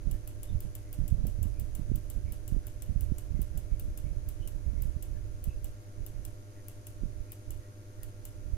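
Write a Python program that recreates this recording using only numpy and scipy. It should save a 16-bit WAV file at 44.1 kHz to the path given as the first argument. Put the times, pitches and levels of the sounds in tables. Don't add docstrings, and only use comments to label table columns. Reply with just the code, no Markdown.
import sys
import numpy as np
from scipy import signal
from scipy.fft import rfft, irfft, next_fast_len
from scipy.io import wavfile
from scipy.ndimage import uniform_filter1d

SR = 44100
rng = np.random.default_rng(int(sys.argv[2]) if len(sys.argv) > 2 else 0)


def materialize(psi):
    bounded = np.clip(np.atleast_2d(psi).T, -1, 1)
    quanta = np.round(bounded * 32767).astype(np.int16)
    wavfile.write(sys.argv[1], SR, quanta)


N = 377919


def wheel(direct_db=1.07, echo_db=-6.0):
    # (time [s], relative level [dB], extra treble [dB], extra body [dB],
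    # rattle decay time at 11 kHz [s])
    notches = [(0.1118, -47.5, 3, 2, 0.0026), (0.2744, -48, 0, 1.5, 0.0023),
               (0.431, -46.5, 2, -2.0, 0.0023), (0.6041, -48, 0.0, 0, 0.002), (0.7517, -48, 6.5, 2, 0.0021),
               (0.9282, -47.5, 1, -0.5, 0.0019), (1.0786, -48.5, 4, 3, 0.003), (1.2683, -48, 0, 1, 0.0023),
               (1.4279, -47.0, 2, 1.0, 0.0034), (1.5963, -48.5, 1, 0, 0.0022),
               (1.7508, -48.5, 4, 3, 0.0024), (1.9566, -48.5, 2, 1, 0.0021),
               (2.0999, -47.5, 2, -1.5, 0.0021), (2.3216, -48.5, 1, 0.5, 0.0017),
               (2.4776, -48, 3, -1, 0.0024), (2.6683, -48.5, 1, 0.0, 0.0015),
               (2.8209, -47.5, 0.0, 3.5, 0.0021), (3.0079, -48, 0.5, 2.0, 0.0018),
               (3.1823, -47, 2, -1.0, 0.0025), (3.4165, -49, 2, 1, 0.0014), (3.5743, -48.5, 3, 1, 0.0027),
               (3.7958, -48.5, 2, 3, 0.0023), (3.9747, -48.5, 2, 0, 0.0028),
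               (4.2876, -47.5, 0.5, -0.5, 0.0028), (4.4745, -48.0, 1.0, 4.5, 0.0022),
               (4.821, -48, 4, -1.0, 0.002), (5.0246, -48, 3, 1, 0.0027), (5.4405, -48.5, 2, 2, 0.0022),
               (5.6433, -48.5, 6, 1, 0.0016), (6.0637, -49.5, 4, 1.5, 0.0024), (6.2505, -48, 3, 4, 0.002),
               (6.6832, -48.0, 1.0, 2, 0.001), (6.8683, -48, 2, 0, 0.002), (7.319, -48.0, 1.5, 0.5, 0.0018),
               (7.5055, -47.5, 1.0, 0.5, 0.0017), (8.0318, -48, 1.5, 2, 0.0019),
               (8.2521, -48, 4, -2, 0.0024)]
    # (frequency [Hz], bandwidth [Hz], then relative levels:
    # soft notch left [dB], soft notch right [dB], hard notch left [dB], hard notch right [dB])
    modes = [(2400, 400, -38.5, -30.0, -32.0, -30.0), (2900, 250, -21.0, -29.5, -24.0, -31.5),
             (3400, 400, -26.5, -26.5, -26.5, -30.0), (5000, 700, -38.5, -34.5, -22.0, -24.0),
             (6050, 500, -23.0, -21.5, -29.5, -26.0), (7150, 300, -15.5, -20.0, -25.0, -32.0),
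             (7620, 220, -10.8, -18.5, -17.3, -22.0), (8200, 260, -14.0, -16.0, -22.5, -23.5),
             (9350, 240, -22.5, -24.5, -14.0, -17.5), (9950, 220, -14.5, -25.5, -14.5, -35.0),
             (10400, 300, -11.5, -20.0, -16.5, -25.5), (11130, 220, -10.0, -20.0, -14.5, -18.0),
             (11530, 200, -13.0, -14.5, -9.0, -15.0), (12600, 260, -7.5, -17.5, -11.5, -22.5),
             (13380, 220, -18.5, -18.0, -41.5, -20.0), (13800, 200, -29.5, -23.5, -12.5, -21.5),
             (14550, 200, -9.0, -21.0, -7.0, -18.0), (14970, 200, -17.5, -27.0, -9.0, -19.5),
             (15560, 200, -19.5, -27.0, -21.0, -26.0)]
    rebound_patterns = rng.standard_normal((2, len(modes), 2, 1024))
    reflection_patterns = rng.standard_normal((2, 2, 16384))
    out = np.zeros((2, N))
    for k, (time_s, db, treble_db, body_db, rattle_s) in enumerate(notches):
        hard = k % 2
        rebounds = varied(rebound_patterns[hard], fresh_share=0.4)
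        click = spring_snap(modes, rebounds, hard, treble_db, body_db, rattle_s)
        add(out, time_s, click * from_db(db + direct_db))
        reflections = bunched(varied(reflection_patterns[hard], fresh_share=0.8))
        add(out, time_s, room_echo(reflections) * from_db(db + echo_db))
    return out


def spring_snap(modes, rebounds, hard, treble_db, body_db, rattle_s, rise_s=0.0002, impact=2.7):
    t = np.arange(rebounds.shape[-1]) / SR
    out = np.zeros(rebounds.shape[1:])
    top_db = treble_db + (-0.5 if hard else -2.5)
    for k, (hz, width_hz, *levels_db) in enumerate(modes):
        decay = np.exp(-t / rattle_s * np.sqrt(hz / 11000))
        force = rebounds[k] * (1 - np.exp(-t / rise_s)) * decay
        force[:, round(rise_s * SR)] += impact * (-1) ** k
        detune, grip_db = rng.normal(0, 0.005), rng.normal(0, 1.0)
        ringing = resonance(force, hz * (1 + detune), width_hz)
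        ports_db = np.reshape(levels_db, (2, 2, 1))[hard]
        colour_db = (body_db - 0.1) * (hz < 6500) + top_db * (hz > 12000)
        out += from_db(ports_db + colour_db + grip_db) * ringing / ringing.std(axis=1, keepdims=True)
    return out


def room_echo(reflections, room_t60_s=0.35, air_hz=12000, air_t60_s=0.24):
    # (frequency [Hz], relative level [dB])
    spectrum = [(700, 2.5), (1500, -6), (2200, -10), (2900, 0), (4200, -9), (6000, -8.5), (8000, 0),
                (9200, -5), (11500, 6), (13000, 0), (14500, 3), (15300, -1), (16200, -22)]
    t = np.arange(reflections.shape[-1]) / SR
    decay = from_db(-60 * t / room_t60_s) * (t > 0.002)
    early_cluster = 0.32 * bell(t - 0.014, width_s=0.0025)
    tail = coloured(reflections, spectrum)
    dull = signal.sosfiltfilt(signal.butter(4, air_hz, fs=SR, output="sos"), tail)
    top = (tail - dull) * from_db(-60 * t / air_t60_s)
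    return (dull + top) * (decay + early_cluster)


def bunched(reflections, spacing_s=0.003, spread_db=2.5):
    t = np.arange(reflections.shape[-1]) / SR
    knots = np.arange(0, t[-1], spacing_s)
    return reflections * from_db(np.interp(t, knots, rng.normal(0, spread_db, len(knots))))


def draught():
    # (time [s], relative level [dB])
    breeze = [(0.0, -42), (0.85, -47), (1.2, -34), (1.7, -36.5), (2.1, -40), (2.75, -43), (3.3, -40),
              (4.9, -40), (5.65, -41), (5.85, -58), (6.25, -40), (6.45, -58), (6.9, -52.5), (7.1, -41),
              (7.35, -57), (7.72, -65), (8.15, -53), (8.57, -39)]
    # (start [s], hold [s], relative swirl level [dB], relative eddy level [dB])
    gusts = [(0.061, 0.089, -29.5, -46), (0.507, 0.069, -30, -47.5), (0.651, 0.014, -30, -43.5),
             (0.984, 0.072, -30, -42.5), (1.114, 0.039, -27, -45.5), (1.182, 0.11, -30.5, -45),
             (1.425, 0.046, -26.5, -47), (1.603, 0.04, -34, -50), (1.784, 0.038, -33, -43.5),
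             (1.897, 0.085, -30, -42.5), (2.159, 0.028, -30.5, -48.5), (2.233, 0.097, -34.5, -52.5),
             (2.521, 0.052, -26.5, -49), (2.887, 0.055, -35, -51), (2.957, 0.17, -30.5, -51),
             (3.314, 0.11, -29.5, -46.5), (3.557, 0.026, -30.5, -43), (3.723, 0.014, -27, -47),
             (3.814, 0.11, -35, -53), (4.037, 0.11, -34.5, -51), (4.268, 0.015, -32, -54),
             (4.397, 0.078, -35, -56.5), (4.548, 0.014, -31.5, -48.5), (4.663, 0.24, -31, -50.5),
             (5.103, 0.066, -33.5, -51.5), (5.235, 0.025, -32.5, -67), (5.478, 0.017, -27, -61),
             (5.565, 0.11, -36.5, -66), (5.98, 0.056, -38, -58), (6.118, 0.083, -37.5, -55.5),
             (7.023, 0.021, -29, -52), (7.12, 0.11, -40, -73), (7.47, 0.12, -39, -75),
             (7.99, 0.091, -42, -82), (8.242, 0.013, -40.5, -76), (8.455, 0.099, -38, -58)]
    # (time [s], relative level [dB])
    sheltered = [(0, -47), (0.45, -40), (1.1, -42), (1.55, -44), (1.95, -45), (2.9, -44.5), (3.7, -49),
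                 (3.91, -28.5), (4.04, -58), (4.25, -37), (4.5, -62), (4.85, -61), (5.1, -43),
                 (5.55, -35.5), (5.95, -51), (8.57, -53)]
    # (frequency [Hz], relative level [dB])
    swirl_spectrum = [(10, -6.5), (25, 3), (45, 1.5), (70, -3.5), (100, -9.5), (140, -26.5), (250, -47.5)]
    eddy_spectrum = [(40, -8), (80, -4.5), (120, 6), (170, 4), (230, -5), (320, -15.5), (480, -28.5),
                     (900, -36), (1600, -41.5)]
    left_spectrum = [(4, -2), (12, 1), (28, -2.5), (48, -4), (80, -16), (200, -42)]
    t = np.arange(N) / SR
    breeze_db = np.interp(t, *np.transpose(breeze))
    swirl_gain, eddy_gain = from_db(breeze_db + 4.5), from_db(breeze_db - 19)
    for start_s, hold_s, swirl_db, eddy_db in gusts:
        swirl_gain = np.maximum(swirl_gain, from_db(swirl_db + 3.5) * gust(start_s, hold_s, 0.024))
        eddy_gain = np.maximum(eddy_gain, from_db(eddy_db + 6) * gust(start_s, hold_s, 0.0091))
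    swirl = swirl_gain * turbulence(swirl_spectrum, even_s=0.0935)
    eddies = eddy_gain * turbulence(eddy_spectrum, even_s=0.098)
    left_gain = from_db(np.interp(t, *np.transpose(sheltered)) - 4)
    return np.array([left_gain * turbulence(left_spectrum, even_s=0.13), swirl + eddies])


def gust(start_s, hold_s, release_s, attack_s=0.012):
    t = np.arange(N) / SR
    rise, fall = (t - start_s) / attack_s, (start_s + hold_s - t) / release_s
    return np.exp(np.clip(np.minimum(rise, fall), -20, 0))


def turbulence(spectrum, even_s):
    return evened(coloured(rng.standard_normal(N), spectrum), even_s)


def puffs(suction_stretch=3.8, size=4096):
    # (time [s], peak level [dB], width of the push [s])
    pulses = [(0.074, -21, 0.0013), (0.552, -16.5, 0.0016), (0.99, -23, 0.001), (1.016, -28, 0.0015),
              (1.127, -11.5, 0.0016), (1.184, -31, 0.0017), (1.197, -35, 0.0012), (1.39, -25, 0.0014),
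              (2.25, -19, 0.0027), (1.244, -14.5, 0.002), (1.254, -29, 0.00041), (1.419, -23, 0.0015),
              (1.457, -20, 0.0012), (1.62, -21, 0.0019), (1.797, -21.5, 0.00095), (1.901, -15.5, 0.0017),
              (1.918, -15.5, 0.00082), (2.164, -14.5, 0.0029), (2.524, -19, 0.0012), (2.547, -23, 0.0011),
              (2.566, -22, 0.00078), (2.895, -18.5, 0.0014), (2.907, -17, 0.0026), (2.922, -29, 0.001),
              (2.962, -18.5, 0.0014), (3.02, -30, 0.0017), (3.121, -15, 0.001), (3.348, -21.5, 0.0011),
              (3.394, -20.5, 0.00087), (3.421, -17.5, 0.0038), (3.515, -21, 0.0029), (3.724, -17, 0.0027),
              (4.044, -23.5, 0.0018), (4.067, -25, 0.0017), (4.172, -21, 0.003), (4.409, -21.5, 0.0026),
              (4.667, -24, 0.0025), (4.681, -16.5, 0.0024), (4.737, -30, 0.0011), (4.857, -20.5, 0.0018),
              (4.967, -19.5, 0.0017), (5.476, -18.5, 0.0015), (5.647, -28, 0.0018), (6.007, -26, 0.0023),
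              (7.036, -21.5, 0.00087), (7.058, -23, 0.0014), (7.205, -23, 0.0034), (8.538, -16.5, 0.0028)]
    out = np.zeros((2, N))
    around = (np.arange(size) - size / 2) / SR
    for time_s, db, width_s in pulses:
        suction = bell(around - width_s, width_s * suction_stretch) / suction_stretch
        pressure = bell(around, width_s) - suction
        add(out[1], time_s + around[0], from_db(db) * pressure / pressure.max())
    return out


def hum(waver_db=0.53, waver_rad=0.014, step=6):
    # (frequency [Hz], left level [dB], right level [dB], left phase lead [rad])
    tones = [(100, -50, -50, 0.2), (110, -56, -55, 0.0), (120, -63, -63, -0.3), (200, -74, -77, -0.4),
             (290, -77, -76, -0.6), (300, -65, -65, 0.4), (310, -71, -72, -0.4), (320, -74, -73, -0.2),
             (330, -74, -74, -0.4), (340, -79, -75, -0.4), (345, -77, -78, -0.2), (365, -70, -72, 0.3),
             (400, -72, -72, -0.6), (410, -71, -71, -0.8), (490, -80, -76, -0.1), (500, -72, -81, -0.8),
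             (510, -76, -72, 0.2), (590, -83, -84, -0.5), (600, -67.3, -65.3, -0.3), (610, -79, -78, 0.3),
             (620, -81, -84, 0.2), (700, -70.5, -82, -3.1), (799, -93, -86, -0.9),
             (899, -80.2, -77.2, -1.8), (1095, -84, -85, 0.7), (1199, -85, -85, 3.1),
             (1298, -97, -87, -2.0), (1399, -78.7, -81.5, 1.3), (1599, -78, -92, 2.6),
             (1798, -89, -85, -1.8), (2198, -86, -94, -0.2)]
    drift = {700: (-1.5, 9), 1399: (9, 0)}
    t = np.arange(N // step + 1) * step / SR
    knots = np.linspace(0, N / SR, 18)
    out = np.zeros((2, len(t)))
    for hz, left_db, right_db, lead in tones:
        swell, slip = rng.standard_normal((2, len(knots)))
        phase = 2 * np.pi * (hz * t + rng.random()) + np.interp(t, knots, waver_rad * slip)
        waver = np.interp(t, knots, from_db(waver_db * swell))
        drift_gain = from_db(np.outer(drift.get(hz, (0, 0)), t / t[-1] - 0.5))
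        ports = np.array([from_db(left_db) * np.sin(phase + lead), from_db(right_db) * np.sin(phase)])
        out += np.sqrt(2) * waver * drift_gain * ports
    return signal.resample_poly(out, step, 1, axis=1, window=("kaiser", 9))[:, :N]


def fan(rush_db=-53.5, direct_db=-66.5, left_lag_s=0.00045):
    # (frequency [Hz], relative level [dB])
    rush_spectrum = [(15, 13), (40, -8), (80, -2), (160, -11), (260, -8.5), (345, -6.5), (430, -19.5),
                     (530, -12.5), (660, -25.5), (850, -38), (1500, -48)]
    direct_spectrum = [(100, 6.5), (500, 12), (1200, 6.5), (3000, -4.5), (5600, -12), (10000, -7.5),
                       (13000, -20)]
    direct = from_db(direct_db) * coloured(rng.standard_normal(N), direct_spectrum)
    rush = from_db(rush_db) * stereo_noise(rush_spectrum, correlation=1.0)
    return rush + np.array([np.roll(direct, round(left_lag_s * SR)), direct])


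def buzz(tick_hz=99.95, burst_s=0.00032, edge=0.96):
    # (frequency [Hz], bandwidth per stage [Hz], left level [dB], right level [dB])
    resonances = [(5930, 330, -79, -74), (6590, 260, -80.5, -77.5), (9240, 1300, -79.5, -77.5)]
    since_tick = (np.arange(N) / SR) % (1 / tick_hz)
    ticks = np.exp(-since_tick / burst_s) * rng.standard_normal((2, N)) + edge * (since_tick < 1 / SR)
    return sum(from_db([[left_db], [right_db]]) * narrow_band(ticks, hz, width_hz, even_s=0.011)
               for hz, width_hz, left_db, right_db in resonances)


def chirps(gain_db=-0.2, size=8192):
    # (time [s], frequency [Hz], relative level [dB])
    events = [(0.151, 1780, -71), (0.5, 3560, -69), (0.87, 2080, -73), (1.58, 2420, -69.5),
              (2.29, 2240, -68), (2.66, 1510, -70), (3.38, 2120, -71), (3.73, 2270, -71), (4.08, 2250, -69),
              (4.439, 3000, -65.5), (4.79, 2100, -70), (5.169, 1700, -71), (5.511, 2630, -66.5),
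              (6.59, 1880, -70), (7.31, 2460, -71), (7.65, 1860, -71), (8.02, 1850, -69.5)]
    out = np.zeros((2, N))
    around = (np.arange(size) - size / 2) / SR
    for time_s, hz, db in events:
        tone = narrow_band(rng.standard_normal(size), hz, width_hz=240, even_s=0.047)
        add(out, time_s + around[0], from_db(db + gain_db) * tone * bell(around, width_s=0.023))
    return out


def hiss(level_db=-64.5):
    # (frequency [Hz], relative level [dB])
    spectrum = [(300, 9), (800, 5), (1500, 5), (2300, 2.5), (3300, 0), (4500, 0), (5200, 4), (5600, -4),
                (6500, 4), (8000, -5), (9800, 0), (12000, -0.5), (13500, -4.5), (15000, -37)]
    return from_db(level_db) * stereo_noise(spectrum, correlation=0.015)


def from_db(db):
    return 10 ** (np.asarray(db) / 20)


def unit_rms(x):
    return x / np.sqrt(np.mean(x ** 2) + 1e-20)


def evened(x, span_s):
    return x / np.sqrt(uniform_filter1d(x ** 2, int(span_s * SR)) + 1e-6)


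def bell(t, width_s):
    return np.exp(-0.5 * (t / width_s) ** 2)


def coloured(x, spectrum):
    hz, db = np.transpose(spectrum)
    size = next_fast_len(x.shape[-1])
    bins = np.maximum(np.arange(size // 2 + 1) * SR / size, 1)
    gain = from_db(np.interp(np.log(bins), np.log(hz), db)) / np.hypot(1, bins / hz[-1] / 2 * bins / hz[-1] / 2)
    return unit_rms(irfft(rfft(x, size) * gain, size)[..., :x.shape[-1]])


def resonance(x, hz, width_hz):
    radius = np.exp(-np.pi * width_hz / SR)
    feedback = [1, -2 * radius * np.cos(2 * np.pi * hz / SR), radius ** 2]
    return signal.lfilter(np.array([1, 0, -1]) * (1 - radius ** 2) / 2, feedback, x + 1e-18)


def narrow_band(x, hz, width_hz, even_s):
    band = resonance(resonance(x, hz, width_hz), hz, width_hz)
    return evened(unit_rms(band), even_s)


def stereo_noise(spectrum, correlation):
    mid, side = coloured(rng.standard_normal((2, N)), spectrum)
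    return unit_rms(np.sqrt(1 + correlation) * mid + np.sqrt(1 - correlation) * np.array([side, -side]))


def varied(pattern, fresh_share):
    return np.sqrt(1 - fresh_share) * pattern + np.sqrt(fresh_share) * rng.standard_normal(pattern.shape)


def add(out, time_s, sound):
    start = max(round(time_s * SR), 0)
    out[..., start:start + sound.shape[-1]] += sound[..., :N - start]


def scene():
    return wheel() + hum() + fan() + buzz() + draught() + puffs() + chirps() + hiss()


def record(dry, cutoff_hz=16400):
    return signal.sosfilt(signal.ellip(10, 0.2, 80, cutoff_hz, fs=SR, output="sos"), dry)


dry = scene()
out = record(dry)
materialize(out)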